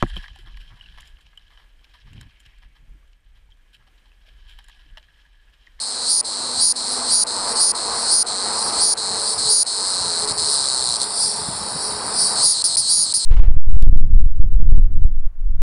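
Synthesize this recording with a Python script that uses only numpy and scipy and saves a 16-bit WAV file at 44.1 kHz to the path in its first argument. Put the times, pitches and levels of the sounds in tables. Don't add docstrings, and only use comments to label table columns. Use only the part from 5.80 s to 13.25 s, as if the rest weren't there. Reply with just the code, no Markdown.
import sys
import numpy as np
from scipy import signal
from scipy.io import wavfile
from scipy.ndimage import uniform_filter1d

SR = 44100
rng = np.random.default_rng(int(sys.argv[2]) if len(sys.argv) > 2 else 0)


def voltage_ratio(decibels):
    exponent = np.asarray(decibels, float) / 20
    return 10 ** exponent


def pcm_store(signal):
    levels = np.round(np.clip(np.atleast_2d(signal), -1, 1) * 32767)
    wavfile.write(sys.argv[1], SR, levels.astype(np.int16).T)


N = 328545

# start in seconds, end in seconds, drone level in dB,
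# slowest speed in buckles per second, later climb in buckles per second each second.
STRETCHES = [(0, 0.412, -28, 200, 453.5), (0.445, .925, -27.5, 192, 332.5), (.957, 1.438, -27, 192, 379.5),
             (1.466, 1.73, -26.5, 189, 350.5), (1.752, 1.919, -26, 250, 0), (1.947, 2.431, -27, 196, 310.5),
             (2.461, 2.832, -25.5, 186, 158.5), (2.868, 2.909, -27, 222, 0), (2.921, 3.14, -26, 240, 0),
             (3.169, 3.541, -25.5, 184, 125.5), (3.578, 3.833, -23.5, 225, -6),
             (3.86, 4.457, -24.5, 194, -65), (4.474, 4.526, -24, 162, 0), (4.576, 5.175, -23, 146, -64.5),
             (5.2, 5.249, -23, 112, 0), (6.54, 6.825, -23, 255, -77.5), (6.84, 6.958, -22.5, 266, 0),
             (6.968, 7.328, -24.5, 300, -380), (7.338, 7.452, -23.5, 255, 0)]
# loudest moment in seconds, time the shrill ring is held in seconds,
# loudest level in dB, speed in buckles per second.
CLIMAXES = [(0.299, .115, -17.5, 338), (.818, .107, -16.5, 337), (1.322, .115, -16.5, 337),
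            (1.808, .111, -16.5, 341), (2.318, .115, -16, 338), (3.018, .123, -16, 340),
            (3.703, .131, -16, 341), (6.638, 0.081, -16, 353), (6.835, .03, -16.5, 350),
            (6.96, 0.041, -16.5, 340), (7.105, 0.13, -16.5, 337), (7.333, .042, -19, 345)]
# time from the loudest moment in seconds, share taken over from the drone (0-1),
# level against the loudest in dB, shrill ring against the body in dB.
CLIMAX_BUILD = [
    (-.1, 0.037, -2.5, -9),
    (-.045, 0.44, -3, -5.5),
    (-.022, 0.92, -2.5, -8),
    (0, 0.88, 0, 5),
    (0.017, 0.88, -1, 7.5),
    (.048, 0.97, -5.5, 7.5),
]
# speed in buckles per second, shrill ring against the body in dB.
DRONE_RING = [(235, -8.5), (285, -7)]
# extra ring in dB, fade in seconds.
RESTART_RING = (3.5, 0.046)
# time in milliseconds, then drive of body, overtone and shrill ring in dB.
RIBS = [
    (.75, -9, -9, -5),
    (1.4, 0, 0, -1),
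    (2.05, -5, -8, 0),
    (2.6, -14, -13, -12),
]
# shrill ring in dB, body note in Hz, snap in dB, overtone in dB,
# overtone in Hz; levels are against the body.
BELLY_STRETCH = [(-5.5, 4232, -12.5, -2.5, 8280), (0.5, 4596, -17, -3, 8710),
                 (4.5, 4624, -15.5, -10.5, 8000), (7.5, 5030, -7, -15, 6800)]
ROUGHNESS = [(285, .37), (335, .17)]
# frequency in Hz, level in dB.
AIR_SAC_MODES = [(9255, 1.5), (9617, 2), (9820, -2), (9030, -7.5)]
# time in seconds, level in dB.
FAR_DRONE = [(0, -34), (.4, -57), (3.86, -60), (4.2, -33), (5.5, -29), (6.55, -33.5), (6.8, -61),
             (7.3, -50), (7.45, -39.5)]
# loudest moment in seconds, level in dB, speed in buckles per second.
FAR_SWELLS = [(1.12, -29, 360), (1.72, -28.5, 360), (2.21, -27.5, 360), (2.85, -24.5, 360),
              (3.5, -24.5, 360), (4.09, -28.5, 360), (4.73, -22.5, 360), (5.43, -20.5, 368),
              (6.05, -27, 296), (6.43, -18, 370), (6.65, -25.5, 270)]
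# time from the loudest moment in seconds, level against the loudest in dB,
# share of the speed gained (0-1), shrill ring against the body in dB.
SWELL_SHAPE = [
    (-.4, -39.5, 0.028, 2.5),
    (-.1, -10, .2, 0),
    (-.04, -2.5, .9, 0),
    (0, 0.5, 1, 1.5),
    (.04, -3, .95, -0.5),
    (.065, -5.5, .3, -0.5),
    (.3, -29, 0.015, -1.5),
]
# time in seconds, level in dB.
ROAD_LEVEL = [(0, -37), (.75, -34), (1.7, -29.5), (2.3, -30), (3, -29), (3.5, -31.5), (4.1, -32.5),
              (5.44, -34.5), (6, -31), (6.58, -30.5), (6.67, -35.5), (7.45, -41.5)]
# frequency in Hz, level in dB per Hz.
ROAD_COLOUR = [(12, -43), (20, -6), (43, -16), (108, -10), (173, -13.5), (233, -6.5), (283, -9), (434, -3),
               (597, -3.5), (896, 1.5), (1210, -2.5), (2500, -22), (3300, -24.5), (4290, -48), (7260, -120)]
# time in seconds, first order in Hz, first order in dB, second order in dB.
MOTOR = [(0, 244, -57.5, -53), (1.19, 245, -40.5, -50), (1.5, 241, -49.5, -47), (2.74, 228, -47.5, -42.5),
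         (3.82, 215.5, -57.5, -45.5), (4.6, 212.3, -58, -44.5), (5.25, 209, -54, -53.5),
         (6.6, 210.4, -46.5, -45)]
# centre in seconds, level in dB, half length in seconds.
GUSTS = [(.74, -53.5, 0.097), (2.88, -48, .15), (3.318, -49, 0.059), (3.62, -43, .06), (4.3, -52, 0.14),
         (4.9, -52.5, 0.43), (5.699, -38, 0.14), (5.952, -37, 0.023), (6.199, -48, 0.2), (6.559, -47, .1),
         (7.1, -54.5, 0.42)]

HOLD_SAG_PER_S, LET_GO_S, SLOW_DOWN_S = 70, .025, .06
SETTLE_S, SPURT_AFTER_CLIMAX, SPURT_AFTER_CATCH = .12, 60, 24
LEAD_IN_S, LEAD_IN_DB, LEAD_IN_PER_S = .018, -15, 130
CATCH_ON_DB, CATCH_ON_S = -1, .015
CATCH_ACCENT_DB, CATCH_ACCENT_S = 4, .026
ENTRY_DB, ENTRY_S = -11, .037
WIND_UP_DB, WIND_UP_RING_DB, WIND_UP_S = 2.5, 7, .012
SHAKE_RAD = 1.7
BODY_LEAD_DB = 2
FAR_PER_S, FAINT_DB, FAINT_DULLING = 258, -40, 1
FAR_PITCH = 1.004
RUSTLE_DB, CALM_DB = -51, -55
DUCK_DB, DUCK_ATTACK_S, DUCK_RELEASE_S = -5.5, .038, .2
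FLICK_DB, FLICK_MS = -26, .38
TOP_CUT_HZ = 10120


def rms_one(x):
    return x / np.sqrt(np.mean(x ** 2) + 1e-20)


def in_time(rows):
    s, *columns = np.transpose(rows)
    return [np.interp(np.arange(N) / SR, s, c) for c in columns]


def band(x, low_hz, high_hz, order=2):
    return signal.sosfilt(signal.butter(order, [low_hz, high_hz], "band", fs=SR, output="sos"), x)


def drift(rate_hz):
    r = np.exp(-2 * np.pi * rate_hz / SR)
    wander = signal.lfilter([1], [1, -2 * r, r * r], rng.standard_normal(N + 9000))
    return rms_one(wander[9000:])


def bump(t, at_ms, width_ms):
    return np.exp(-.5 * ((t * 1000 - at_ms) / width_ms) ** 2)


def near_song():
    from_s, share, under_db, ring_db = np.transpose(CLIMAX_BUILD)
    restart_db, restart_s = RESTART_RING
    phrases, last_end = [], 0
    for start, end, drone_db, slowest, climb in STRETCHES:
        spent = any(abs(at + held - last_end) < .01 for at, held, *_ in CLIMAXES)
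        s = np.append(np.arange(start - spent * LEAD_IN_S, end, .002), end)
        age = np.maximum(s - start, 0)
        spurt = SPURT_AFTER_CLIMAX if spent else SPURT_AFTER_CATCH
        per_s = slowest + spurt * np.clip(1 - age / SETTLE_S, 0, 1) ** 1.5
        per_s = per_s + climb * np.maximum(age - SETTLE_S, 0)

        entry_db, entry_s = (CATCH_ON_DB, CATCH_ON_S) if spent else (CATCH_ACCENT_DB, CATCH_ACCENT_S)
        if start - last_end > .5:
            entry_db, entry_s = ENTRY_DB, ENTRY_S
        body = drone_db + entry_db * np.clip(1 - age / entry_s, 0, 1)
        shrill = np.interp(per_s, *np.transpose(DRONE_RING))
        shrill = shrill + restart_db * np.clip(1 - age / restart_s, 0, 1)
        body = np.where(s < start, drone_db + LEAD_IN_DB, body)
        per_s = np.where(s < start - .003, LEAD_IN_PER_S, per_s)

        if any(end - .005 < at < end + .02 for at, *_ in CLIMAXES):
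            wind_up = np.clip(1 - (end - s) / WIND_UP_S, 0, .5) * 2
            body = body + WIND_UP_DB * wind_up
            shrill = shrill + WIND_UP_RING_DB * wind_up

        for at, held, top_db, top_per_s in CLIMAXES:
            if start < at + held / 2 < end:
                since = s - at
                taken = np.interp(since, from_s, share)
                on = np.clip(1 - (since - held) / LET_GO_S, 0, 1) * taken
                quick = np.clip(1 - (since - held) / SLOW_DOWN_S, 0, 1) * taken
                sagging = top_per_s - HOLD_SAG_PER_S * np.maximum(since - from_s[-1], 0)
                body = body + on * (top_db + np.interp(since, from_s, under_db) - body)
                shrill = shrill + on * (np.interp(since, from_s, ring_db) - shrill)
                per_s = per_s + quick * (sagging - per_s)
        phrases.append(np.transpose([s, body, shrill, per_s]))
        last_end = end
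    return phrases


def buckles(rows, jitter):
    s, *columns = np.transpose(rows)
    fine = np.arange(s[0], s[-1] - .003, 1 / SR)
    turns = np.cumsum(np.interp(fine, s, columns[2])) / SR
    at = np.interp(np.arange(int(turns[-1]) + 1), turns, fine)
    controls = np.array([np.interp(at, s, c) for c in columns])
    soft_start_db = np.interp(at - s[0], [0, .014], [6, 0])
    controls[0] -= soft_start_db * (controls[2] < 300)
    slack = np.maximum(1 / controls[2] - .0028, 0)
    return np.vstack([at + jitter * slack * rng.standard_normal(len(at)), controls])


def singer(phrases, jitter, hoarse, uneven_db, click_db, last_db, pitch=1):
    at, body_db, shrill_db, per_s = np.hstack([buckles(p, jitter) for p in phrases])[:, :, None]
    stretch, *rules = np.transpose(BELLY_STRETCH)
    effort = np.minimum(shrill_db, np.interp(per_s, [260, 325], [-7, 7]))
    _, snap_db, over_db, over_hz = [np.interp(effort, stretch, r) for r in rules]
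    body_effort = np.minimum(shrill_db + BODY_LEAD_DB, np.interp(per_s, [265, 335], [-7, 5]))
    body_hz = np.interp(body_effort, stretch, rules[0])

    start = (at * SR).astype(int)
    t = (start + np.arange(260)) / SR - at
    rough = hoarse * np.interp(per_s, *np.transpose(ROUGHNESS))
    luck = rough * rng.standard_normal((len(at), 18))
    grain = rng.standard_normal((3,) + t.shape)
    side = (-1) ** np.arange(len(at))[:, None]

    ribs = []
    for k, (ms, *_) in enumerate(RIBS):
        force = voltage_ratio(np.clip(4 * luck[:, k:k + 1], -4, 4))
        ribs.append(force * bump(t, ms + .2 * luck[:, 4 + k:5 + k], .26))
    body_push, over_push, shrill_push = [sum(voltage_ratio(row[k]) * rib for row, rib in zip(RIBS, ribs)) for k in (1, 2, 3)]

    turns = pitch * body_hz * (1 + .04 * luck[:, 8:9]) * (t - .0014)
    rise = np.interp(effort, [-7, 5], [.002, .016]) * turns ** 2
    last_rib_db = last_db - np.interp(effort, [-3, 4], [0, 7]) + np.clip(4 * luck[:, 9:10], -4, 4)
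    last_rib = voltage_ratio(last_rib_db) * bump(t, 3.2, .45)
    body = body_push * np.sin(2 * np.pi * (turns + rise))
    body = body + last_rib * np.sin(2 * np.pi * 1.153 * turns + 3 * luck[:, 10:11])
    body = body + 1.5 * rough * bump(t, 2.6, 1.4) * band(grain[0], 4000, 5500, order=4)

    over_turns = over_hz * (1 + .026 * luck[:, 8:9]) * (t - .0014)
    over = over_push * np.sin(2 * np.pi * over_turns + 3 * luck[:, 11:12])
    over = over + 4 * rough * bump(t, 2.92, 1.76) * band(grain[1], 7365, 9610, order=4)

    late = t - .00003 * side
    ring = 0
    for k, (hz, db) in enumerate(AIR_SAC_MODES):
        ring = ring + voltage_ratio(db) * np.sin(2 * np.pi * hz * late + SHAKE_RAD * luck[:, 12 + k:13 + k])
    shrill = shrill_push * ring

    snap = bump(t, 1.0, .2) * np.sin(2 * np.pi * 6300 * t + 3 * luck[:, 16:17])
    snap = snap + 2.5 * rough * bump(t, 2.2, 1.3) * band(grain[2], 5500, 7600)

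    total = 0
    for layer, rel_db in ((body, 0), (snap, snap_db + click_db), (over, over_db), (shrill, shrill_db)):
        energy = uniform_filter1d(np.sum(layer ** 2, axis=1), size=5)[:, None]
        total = total + layer * voltage_ratio(body_db + rel_db) / np.sqrt(energy * per_s / SR)
    total = total * voltage_ratio(uneven_db * luck[:, 17:] + .94 * side)
    out = np.zeros(N + 400)
    np.add.at(out, np.clip(start + np.arange(260), 0, N + 300), total)
    return band(out[:N], 3350, 10000, order=3)


def leaves(x, spread_ms, wet_db):
    fade = np.exp(-np.arange(2600) / SR * 1000 / spread_ms)
    clouds = rng.standard_normal((2, 2600)) * fade
    first, second = [signal.fftconvolve(x, c / np.sqrt(np.sum(c ** 2)))[:N] for c in clouds]
    sway = 2.5 * drift(1.5)
    wet = voltage_ratio(wet_db) * (np.cos(sway) * first + np.sin(sway) * second)
    return (x + wet) / np.sqrt(1 + voltage_ratio(2 * wet_db))


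def far_song():
    s = np.arange(0, N / SR, .004)
    from_s, under_db, gained, ring_db = np.transpose(SWELL_SHAPE)
    power = voltage_ratio(2 * np.interp(s, *np.transpose(FAR_DRONE)))
    per_s, shrill = FAR_PER_S, 0
    for at, db, top_per_s in FAR_SWELLS:
        since = s - at
        near_it = (since > from_s[0]) & (since < from_s[-1])
        power = power + near_it * voltage_ratio(2 * (db + np.interp(since, from_s, under_db)))
        per_s = per_s + (top_per_s - FAR_PER_S) * np.interp(since, from_s, gained)
        shrill = shrill + near_it * np.interp(since, from_s, ring_db)
    body = 10 * np.log10(power)
    shrill = shrill + FAINT_DULLING * np.minimum(body - FAINT_DB, 0)
    return [np.transpose([s, body, shrill, per_s])]


def road():
    road_db, = in_time(ROAD_LEVEL)
    together = drift(3)
    edges = 20 * 2 ** np.arange(0, 7.6, 1 / 3)
    white = rng.standard_normal((2, N))
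    hz, colour_db = np.transpose(ROAD_COLOUR)
    roar = 0
    for k, (low, high) in enumerate(zip(edges, edges[1:])):
        level_db = np.interp(np.log(low * high) / 2, np.log(hz), colour_db)
        flicker_db = 1.2 * together + .98 * drift(6.6)
        roar = roar + voltage_ratio(level_db + flicker_db) * band(white[k % 2], low, high)
    roar = band(roar, 12, 4100, order=4)
    return voltage_ratio(road_db) * roar / np.std(band(roar, 140, 4200))


def motor():
    hz, first_db, second_db = in_time(MOTOR)
    turns = np.cumsum(hz * (1 + .00368 * drift(5.4))) / SR
    fade = np.clip((MOTOR[-1][0] - np.arange(N) / SR) / .078, 0, 1)
    first = voltage_ratio(first_db + 1.1 * drift(3)) * np.sin(2 * np.pi * turns)
    second = voltage_ratio(second_db + 4.6 * drift(9.1)) * np.sin(4 * np.pi * turns)
    return np.sqrt(2) * fade * (first + second)


def rustle():
    return voltage_ratio(RUSTLE_DB) * rms_one(band(rng.standard_normal(N), 1200, 3300))


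def gusts():
    t = np.arange(N) / SR
    blowing = sum(voltage_ratio(db) * np.exp(-((t - s) / half) ** 2) for s, db, half in GUSTS)
    return 20 * np.log10(voltage_ratio(CALM_DB) + blowing)


def wind(wind_db):
    stir = np.clip((wind_db + 56.5) / 6, 0, 1)
    puffs = rms_one(band(rng.standard_normal(N), 60, 215))
    return stir * voltage_ratio(wind_db - 2 + 4.4 * drift(13.7)) * puffs


def ducking():
    t = np.arange(N) / SR
    pressed = []
    for at, held, *_ in CLIMAXES:
        attack = (t - at) / DUCK_ATTACK_S
        release = 1 - (t - at - held) / DUCK_RELEASE_S
        pressed.append(np.clip(np.minimum(attack, release), 0, 1))
    return voltage_ratio(DUCK_DB * np.max(pressed, axis=0))


def wing_flicks():
    t = np.arange(N) / SR
    opens = [start for start, *_ in STRETCHES if any(start - .02 < at < start for at, *_ in CLIMAXES)]
    ticks = sum(bump(t - s, 1, FLICK_MS) for s in opens)
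    return voltage_ratio(FLICK_DB) * ticks * rms_one(band(rng.standard_normal(N), 1500, 9000))


def scene():
    near = singer(near_song(), jitter=.07, hoarse=1.0, uneven_db=1, click_db=-1, last_db=-5.5)
    near = leaves(near, spread_ms=2.2, wet_db=-16)
    far = singer(far_song(), jitter=.35, hoarse=2.3, uneven_db=.5, click_db=-1.5, last_db=-4, pitch=FAR_PITCH)
    far = leaves(far, spread_ms=9, wet_db=-2)
    background = ducking() * (road() + motor() + rustle())
    mono = near + far + background + wind(gusts()) + wing_flicks()
    return np.array([mono, mono])


def low_pass(x):
    return signal.sosfilt(signal.butter(12, 11320, fs=SR, output="sos"), x)


def record(dry):
    bent = .94 * np.tanh((dry + .076 * dry ** 2) / .94)
    top_cut = signal.ellip(12, .5, 75, TOP_CUT_HZ, fs=SR, output="sos")
    mix = signal.sosfilt(top_cut, bent)
    return low_pass(mix)


dry = scene()
out = record(dry)
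pcm_store(out)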